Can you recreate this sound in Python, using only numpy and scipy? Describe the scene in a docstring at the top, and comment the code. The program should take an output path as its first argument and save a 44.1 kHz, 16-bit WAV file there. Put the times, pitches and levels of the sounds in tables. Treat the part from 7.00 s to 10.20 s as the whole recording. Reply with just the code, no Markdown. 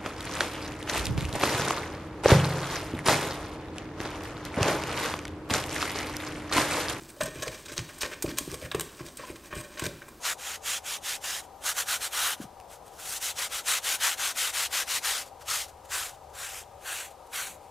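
"""In a kitchen, close up, a table knife is worked around the edge of a crusty bake in a glass dish.
The blade rasps through crust in short strokes (gated grains and crumb snaps), clicks, and judders in short squeaks.
Bumped, the heavy dish knocks and thuds as damped sines and the worktop rumbles as decaying noise.
Blade and glass ring through resonators; the room adds a noise tail over a steady, low-weighted hiss."""
import sys
import numpy as np
from scipy import signal
from scipy.fft import rfft, irfft
from scipy.io import wavfile
from scipy.ndimage import uniform_filter1d

SR = 44100
rng = np.random.default_rng(int(sys.argv[2]) if len(sys.argv) > 2 else 0)


def inscribe(sig):
    """Save sig as 16-bit PCM at rate SR to the path in sys.argv[1].

    A 1-D sig is mono; a 2-D sig holds one channel per row.
    Samples are clipped to [-1, 1] before scaling.
    """
    pcm = np.round(np.clip(np.atleast_2d(sig).T, -1, 1) * 32767)
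    wavfile.write(sys.argv[1], SR, pcm.astype(np.int16))


N = 141120

# Rasping strokes. Each row: start in seconds, length in seconds, middle, upper and treble level in relative dB.
STROKES = [(0.085, 0.021, -51.5, -50.5, -45), (0.162, 0.045, -56, -55, -52), (0.203, 0.023, -33, -43, -32),
           (0.253, 0.0333, -41.5, -40, -48), (0.342, 0.075, -44.5, -46.5, -48),
           (0.42, 0.018, -35, -31.5, -36), (0.459, 0.024, -36, -40.5, -45), (0.513, 0.047, -47.5, -48, -50),
           (0.653, 0.014, -48.5, -39, -49), (0.681, 0.026, -43, -43, -49), (0.716, 0.023, -43, -41, -44),
           (0.764, 0.037, -43, -37.5, -44), (0.887, 0.023, -43, -50, -53), (0.98, 0.0078, -50, -49, -39),
           (1.007, 0.019, -39, -28.5, -33), (1.036, 0.028, -34.5, -36.5, -46),
           (1.112, 0.031, -38.5, -45.5, -49), (1.258, 0.0054, -35, -40, -52),
           (1.277, 0.04, -40, -39.5, -46), (1.371, 0.022, -42, -34.5, -34.5), (1.384, 0.1, -63, -50.5, -50),
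           (1.494, 0.062, -47.5, -46, -46), (1.61, 0.056, -43, -48, -49), (1.991, 0.024, -44, -49, -54),
           (2.052, 0.04, -54.5, -50, -53), (2.182, 0.071, -45, -50, -59), (2.265, 0.05, -45, -51.5, -49.5),
           (2.356, 0.01, -44.5, -45.5, -48), (2.433, 0.052, -54, -55.5, -53.5),
           (2.506, 0.024, -42, -48.5, -56), (2.527, 0.013, -36, -58, -51),
           (2.545, 0.07, -42.5, -43.5, -42.5), (2.633, 0.019, -47.5, -47, -49),
           (2.714, 0.11, -50, -55, -58), (2.771, 0.019, -40.5, -40, -50), (2.812, 0.021, -36.5, -42, -48),
           (2.836, 0.033, -34.5, -37.5, -37.5), (3.015, 0.014, -44.5, -58, -64),
           (3.08, 0.012, -45.5, -55, -46)]
# Sharp blade clicks. Each row: start in seconds, decay in seconds, middle, upper and treble level in relative dB.
BLADE_CLICKS = [(0.2098, 0.0096, -27.5, -30, -48), (0.233, 0.0057, -52, -32.5, -29),
                (0.258, 0.0046, -55, -53, -28.5), (0.423, 0.0039, -36, -41, -43),
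                (0.4798, 0.0042, -37, -33, -52), (0.7793, 0.0014, -36, -20.5, -53),
                (0.7918, 0.00055, -28, -27, -51), (1.014, 0.00066, -59, -27, -46),
                (1.0205, 0.00045, -27, -28, -27), (1.0315, 0.0041, -27, -29, -43),
                (1.2234, 0.0076, -35.5, -36.5, -25.5), (1.3844, 0.0043, -31.5, -43, -19.5),
                (1.386, 0.00015, -28.5, -17, -23), (1.516, 0.00078, -67, -32, -35),
                (1.5419, 0.0052, -38, -42, -35), (1.7159, 0.0066, -30.5, -41, -41),
                (1.7468, 0.0083, -31.5, -40.5, -37), (1.797, 0.0013, -25, -34, -23),
                (1.808, 0.0055, -31.5, -35.5, -25), (2.064, 0.0038, -48, -47, -38.5),
                (2.171, 0.007, -56, -43, -37.5), (2.553, 0.001, -60, -53, -33.5),
                (2.61, 0.0017, -46, -64, -31.5), (2.795, 0.0059, -29.5, -35, -29.5),
                (2.8558, 0.00074, -58, -28, -41), (2.865, 0.0016, -34, -29.5, -35)]
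# Dull bumps on the dish. Each row: start in seconds, pitch in Hz, knock and worktop rumble level in relative dB.
DISH_BUMPS = [(0.019, 332, -46.5, -52.5), (.211, 600, -37.5, -39), (0.223, 247, -37, -53),
              (.278, 394, -39, -63), (.358, 390, -41.5, -44.5), (0.387, 334, -43.5, -57),
              (0.471, 488, -32, -42.5), (0.719, 334, -41.5, -56), (0.782, 335, -44, -39.5),
              (1.032, 415, -38.5, -44), (1.242, 341, -29, -38.5), (1.246, 600, -35, -50),
              (1.2832, 318, -34.5, -63), (1.323, 247, -38, -56), (1.409, 290, -39, -50),
              (1.476, 358, -36.5, -43.5), (1.526, 374, -37, -45.5), (1.539, 460, -36, -59),
              (1.624, 530, -41, -41.5), (1.7473, 413, -25, -37.5), (2.007, 347, -38, -48),
              (2.195, 528, -44, -61), (2.3, 352, -38.5, -49), (2.527, 343, -42.5, -44),
              (2.566, 373, -39, -44.5), (2.821, 336, -33, -41), (2.862, 387, -40, -36.5)]
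# Pushed dish rocking on the worktop. Each row: start in seconds, pitch in Hz, level in dB.
DISH_THUDS = [(.222, 166, -30), (.799, 129, -32), (1.247, 125, -34), (1.479, 130, -38), (1.752, 156, -24),
              (2.007, 150, -39), (2.848, 148, -26.5)]
# Edges of the middle, upper and treble bands in Hz.
BAND_EDGES_HZ = (850, 2800, 7000, 15800)
# Ringing of glass and blade. Each row: frequency in Hz, peak level in relative dB, t60 in seconds.
RING_MODES = [(600, 5, .07), (1075, 1.5, .04), (1545, 0, .05), (1675, 0, .06), (1832, 0, .3),
              (2398, 0, .26), (2410, -2, .03), (2620, -4, .18), (3020, -2, .04), (3260, -3, .08),
              (3830, -6, .025), (4900, -7, .03), (5780, -7, .04), (6420, -3, .035), (7260, -6, .06),
              (7690, -6, .04), (8340, -1.5, .02), (11350, -3, .03)]
# Colour of the blade's contact. Each row: frequency in Hz, gain in dB.
CONTACT_COLOUR = [(300, -4.5), (600, 2.5), (800, -1.5), (1100, -2), (2500, -2), (4500, -2.5), (6500, -1.5),
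                  (8600, 2), (10000, -5), (11500, -7.5), (13000, -3), (16000, -10.5)]
# Colour of the worktop's rumble. Each row: frequency in Hz, relative gain in dB.
WORKTOP_COLOUR = [(20, -49), (33, -9), (47, 0), (70, 2), (95, -1.5), (125, 3), (160, 3), (200, -21),
                  (300, -6), (600, -39)]
# Colour of the kitchen background. Each row: frequency in Hz, relative density in dB per Hz.
BACKGROUND_COLOUR = [(25, -1.5), (48, 8), (188, 2.5), (331, 8), (598, -4.5), (722, -4), (1050, -4),
                     (2700, -17.5), (3830, -16.5), (4380, -13.5), (8350, -20), (15500, -17)]
# Light drag of the blade under the strokes. Each row: time in seconds, level in relative dB.
DRAG_LEVEL = [(0, -51.5), (.17, -62.5), (.3, -52.5), (.55, -49.5), (.63, -53), (1.1, -52), (1.201, -58),
              (1.3, -54), (1.6, -51), (1.701, -59), (1.88, -51), (2.14, -58), (2.3, -56), (2.48, -59.5),
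              (2.7, -52.5), (2.949, -59), (3.2, -64)]
# Kitchen reverberation. Each row: low edge in Hz, high edge in Hz, t60 in seconds, level in dB.
ROOM_BANDS = [(97, 730, 0.34, -18), (705, 3660, 0.69, -18.5), (3150, 15900, 0.34, -14.5)]
# Blade catching and juddering. Each row: start in seconds, nominal pitch in Hz, level in dB, decay in seconds.
BLADE_JUDDERS = [(.169, 586, -42.5, 0.011), (.207, 605, -23, 0.01), (.208, 2390, -31, .006),
                 (0.208, 1420, -26, 0.0038), (.208, 1690, -48, .014), (.429, 624, -30, 0.013),
                 (.431, 1675, -33.5, .012), (1.225, 8950, -23, 0.0024), (1.7146, 3700, -21, 0.0016),
                 (1.746, 1190, -20.5, 0.0023), (2.004, 1065, -38.5, 0.0069), (2.198, 1120, -39.5, 0.0078),
                 (2.236, 1038, -33, 0.0095), (2.527, 1130, -28, 0.003), (3.019, 1550, -35.5, 0.0047),
                 (3.083, 1074, -41, 0.0059)]
# Blade riding on the glass wall: thinner rasp, louder modes. 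Each row: start in seconds, end in seconds.
WALL_SPANS = [(.15, 0.44), (2.489, 2.8)]
# Blade meeting bare glass. Each row: start in seconds, level in dB before the mode's own level.
BARE_GLASS_TAPS = [(0.207, -53), (0.426, -55), (1.713, -57), (1.746, -43.5), (2.794, -54)]

BACKGROUND_DB = -51.5
GRAINS_PER_S, GRAIN_SPREAD_DB, SMOOTH_SHARE = 1500, 6, .4
SLIP_POINTS_PER_S, SLIP_DB = 150, 2.5
CRUMB_SHARE, CRUMBS_PER_S_PER_BAND = 2, 150
SCRAPE_ATTACK_S, SCRAPE_RELEASE_S, SCRAPE_DB, SCRAPE_BODY_DB = 0.0018, 0.0034, -3.5, -6
CLICK_DB, SNAP_GAIN = -0.5, 3.76
KNOCK_RISE_S, KNOCK_DECAY_S, KNOCK_DB, KNOCK_ROOM_DB = .0015, .0052, 12, -3.5
SHUDDER_DECAY_S, SHUDDER_DB = .006, -6
RUMBLE_RISE_S, RUMBLE_DECAY_S, RUMBLE_DB = 0.0017, 0.029, 5
THUD_RISE_S, THUD_DECAY_S = 0.0035, 0.013
JUDDER_RISE_S, JUDDER_WOBBLE = 0.0003, 0.02
RING_DB, GLASS_MIN_T60_S = 1, .12
WALL_RASP_DB, WALL_RING_DB = -5, 4.5
WIDTH_DB, TOP_HZ = -50.5, 15700


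def undb(db):
    """Decibels to gain."""
    return 10 ** (np.asarray(db) / 20)


def unit(x):
    """Scale to rms 1."""
    return x / np.sqrt(np.mean(x ** 2))


def band(x, lo_hz, hi_hz, order=2):
    """Causal Butterworth band-pass."""
    sos = signal.butter(order, [lo_hz, min(hi_hz, SR / 2.1)], 'band', fs=SR, output='sos')
    return signal.sosfilt(sos, x + 1e-18)


def colour(x, points, size=4096):
    """Minimum-phase filter through (Hz, dB) points."""
    hz, db = np.array(points).T
    freq = np.maximum(np.fft.rfftfreq(size, 1 / SR), 1)
    gain = undb(np.interp(np.log(freq), np.log(hz), db))
    # fold the cepstrum to make the filter causal
    cepstrum = irfft(np.log(gain))
    cepstrum[1:size // 2] *= 2
    cepstrum[size // 2 + 1:] = 0
    impulse = irfft(np.exp(rfft(cepstrum)))
    return signal.fftconvolve(x, impulse)[:N]


def walk(points_per_s):
    """Random wander, linear between normal draws, with a spread near 1."""
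    points = rng.standard_normal(N)
    return np.interp(np.arange(N) * points_per_s / SR, np.arange(N), points)


def since(start_s):
    """Seconds since start, zero before it."""
    return np.maximum(np.arange(N) / SR - start_s, 0)


def strike(start_s, rise_s, decay_s):
    """Envelope of a blow: quick rise and exponential fall."""
    out, first = np.zeros(N), int(start_s * SR)
    age = np.arange(min(int(20 * decay_s * SR), N - first)) / SR
    out[first:first + len(age)] = (1 - np.exp(-age / rise_s)) * np.exp(-age / decay_s)
    return out


def background():
    """Steady kitchen hiss: coloured noise, densest in the lows."""
    return undb(BACKGROUND_DB) * unit(colour(rng.standard_normal(N), BACKGROUND_COLOUR))


def grit():
    """Dense tiny fractures of uneven size plus smooth friction, bunched by stick and slip."""
    hit = rng.random(N) < GRAINS_PER_S / SR
    size = undb(GRAIN_SPREAD_DB * np.minimum(rng.standard_normal(N), 2))
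    grains = hit * rng.choice([-1, 1], N) * size
    friction = unit(grains) + SMOOTH_SHARE * rng.standard_normal(N)
    return unit(friction * undb(SLIP_DB * walk(SLIP_POINTS_PER_S)))


def crumbs(lo_hz, hi_hz, count):
    """Crumbs snap one by one: sparse impulses in each of several pitch bands."""
    edges, out = np.geomspace(lo_hz, hi_hz, count + 1), 0
    for lo, hi in zip(edges[:-1], edges[1:]):
        hit = rng.random(N) < CRUMBS_PER_S_PER_BAND / SR
        snaps = hit * rng.choice([-1, 1], N) * (.5 + rng.random(N))
        out = out + band(snaps, lo, hi, order=1)
    return unit(out)


def drag():
    """Grit and crumbs crackle faintly along the moving blade."""
    s, db = np.array(DRAG_LEVEL).T
    crackle = unit(band(grit(), 660, 7800, order=1)) + crumbs(900, 12500, count=5)
    return unit(crackle) * undb(np.interp(np.arange(N) / SR, s, db))


def ring(force):
    """Glass and blade ring: contact force drives one decaying resonator per mode."""
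    out = 0
    for hz, db, t60_s in RING_MODES:
        radius = np.exp(-np.log(1000) / (t60_s * SR))
        pole = radius * np.exp(2j * np.pi * hz / SR)
        mode = signal.lfilter([1], [1, -pole], force + 1e-18).real
        out = out + 2 * (1 - radius) * undb(db) * mode
    return out * undb(RING_DB)


def kitchen(x):
    """Diffuse room tail: decaying noise bands, longest in the middle."""
    tail = 0
    for lo, hi, t60_s, db in ROOM_BANDS:
        part = band(rng.standard_normal(N), lo, hi) * strike(0.011, 0.0017, t60_s / np.log(1000))
        tail = tail + undb(db) * part / np.sqrt(np.sum(part ** 2))
    return signal.fftconvolve(x, tail)[:N]


def bumps():
    """The filled dish gives a damped knock and a noisy shudder; the worktop rumbles after it."""
    knock, shudder, rumble = 0, 0, 0
    for s, hz, db, low_db in DISH_BUMPS:
        tone = np.sin(2 * np.pi * hz * since(s))
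        knock = knock - undb(db) * strike(s, KNOCK_RISE_S, KNOCK_DECAY_S) * tone
        shudder = shudder + undb(db) * strike(s, KNOCK_RISE_S, SHUDDER_DECAY_S)
        rumble = rumble + undb(low_db) * strike(s, RUMBLE_RISE_S, RUMBLE_DECAY_S)
    shudder_noise = unit(band(rng.standard_normal(N), 312, 750))
    dish = undb(KNOCK_DB) * knock + undb(SHUDDER_DB) * shudder * shudder_noise
    worktop_noise = unit(colour(rng.standard_normal(N), WORKTOP_COLOUR))
    return dish + undb(RUMBLE_DB) * rumble * worktop_noise


def scrapes():
    """Each stroke presses the blade through crust with its own brightness and shakes the dish a little."""
    grains, out, gates = grit(), 0, []
    for s, length_s, *_ in STROKES:
        attack = 1 - np.exp(-since(s) / SCRAPE_ATTACK_S)
        release = np.exp(-np.minimum(since(s + length_s) / SCRAPE_RELEASE_S, 20))
        gates.append(attack * release)
    # one pressure curve per band
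    pressure = undb(np.array(STROKES)[:, 2:]).T @ np.array(gates)
    for k, (lo, hi) in enumerate(zip(BAND_EDGES_HZ[:-1], BAND_EDGES_HZ[1:])):
        snaps = unit(band(crumbs(lo, hi, count=7), lo, hi))
        # grain polarity alternates from band to band
        rasp = (-1) ** k * unit(band(grains, lo, hi)) + CRUMB_SHARE * snaps
        out = out + pressure[k] * unit(rasp)
    body = undb(SCRAPE_BODY_DB) * pressure[0] * unit(band(grains, 253, 590))
    return (out + body) * undb(SCRAPE_DB)


def judders():
    """Short squeaks of the catching blade: decaying sines wobbling in pitch."""
    warped_s = np.cumsum(1 + JUDDER_WOBBLE * walk(300)) / SR
    out = 0
    for s, hz, db, decay_s in BLADE_JUDDERS:
        squeak = np.sin(2 * np.pi * hz * (warped_s - warped_s[int(s * SR)]))
        out = out + undb(db) * strike(s, JUDDER_RISE_S, decay_s) * squeak
    return out


def glass():
    """Taps on the bare wall excite the long-lived modes of the dish."""
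    out = 0
    for s, tap_db in BARE_GLASS_TAPS:
        for hz, db, t60_s in RING_MODES:
            if t60_s > GLASS_MIN_T60_S:
                envelope = strike(s, 0.0004, t60_s / np.log(1000))
                out = out + undb(tap_db + db) * envelope * np.sin(2 * np.pi * hz * since(s))
    return out


def clicks():
    """A snap impulse with decaying random chatter of the blade, levelled per band."""
    chatter, out = rng.choice([-1., 1.], N), 0
    for k, (lo, hi) in enumerate(zip(BAND_EDGES_HZ[:-1], BAND_EDGES_HZ[1:])):
        force = np.zeros(N)
        for s, decay_s, *db in BLADE_CLICKS:
            force += undb(db[k]) * chatter * strike(s, .0001, decay_s)
            force[int(s * SR)] += undb(db[k]) * SNAP_GAIN
        # bandwidth compensation; polarity alternates from band to band
        out = out + (-1) ** k * band(force, lo, hi) * np.sqrt(SR / 2 / (hi - lo))
    return out * undb(CLICK_DB)


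def thuds():
    """The weight of the dish swings briefly on the worktop: low damped sines."""
    out = 0
    for s, hz, db in DISH_THUDS:
        swing = np.sin(2 * np.pi * hz * since(s))
        out = out + undb(db) * strike(s, THUD_RISE_S, THUD_DECAY_S) * swing
    return out


def scene():
    """Knife, dish and room, almost the same in both channels."""
    contact = colour(scrapes() + clicks() + drag(), CONTACT_COLOUR)
    hiss = background()
    on_wall = sum(1. * (since(a) > 0) * (since(b) == 0) for a, b in WALL_SPANS)
    wall = uniform_filter1d(on_wall, size=882)  # 20 ms edges
    rasp = contact * undb(WALL_RASP_DB * wall)
    blade = rasp + ring(contact * undb(WALL_RING_DB * wall))
    knocks = bumps()
    rest = blade + thuds() + judders() + glass()
    mid = knocks + rest + kitchen(rest + undb(KNOCK_ROOM_DB) * knocks) + hiss
    side = undb(WIDTH_DB) * np.std(mid) * unit(kitchen(mid))
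    return np.array([mid + side, mid - side])


def record(dry):
    """Steep elliptic low-pass cuts the top."""
    return signal.sosfilt(signal.ellip(10, .2, 80, TOP_HZ, fs=SR, output='sos'), dry)


dry = scene()
out = record(dry)
inscribe(out)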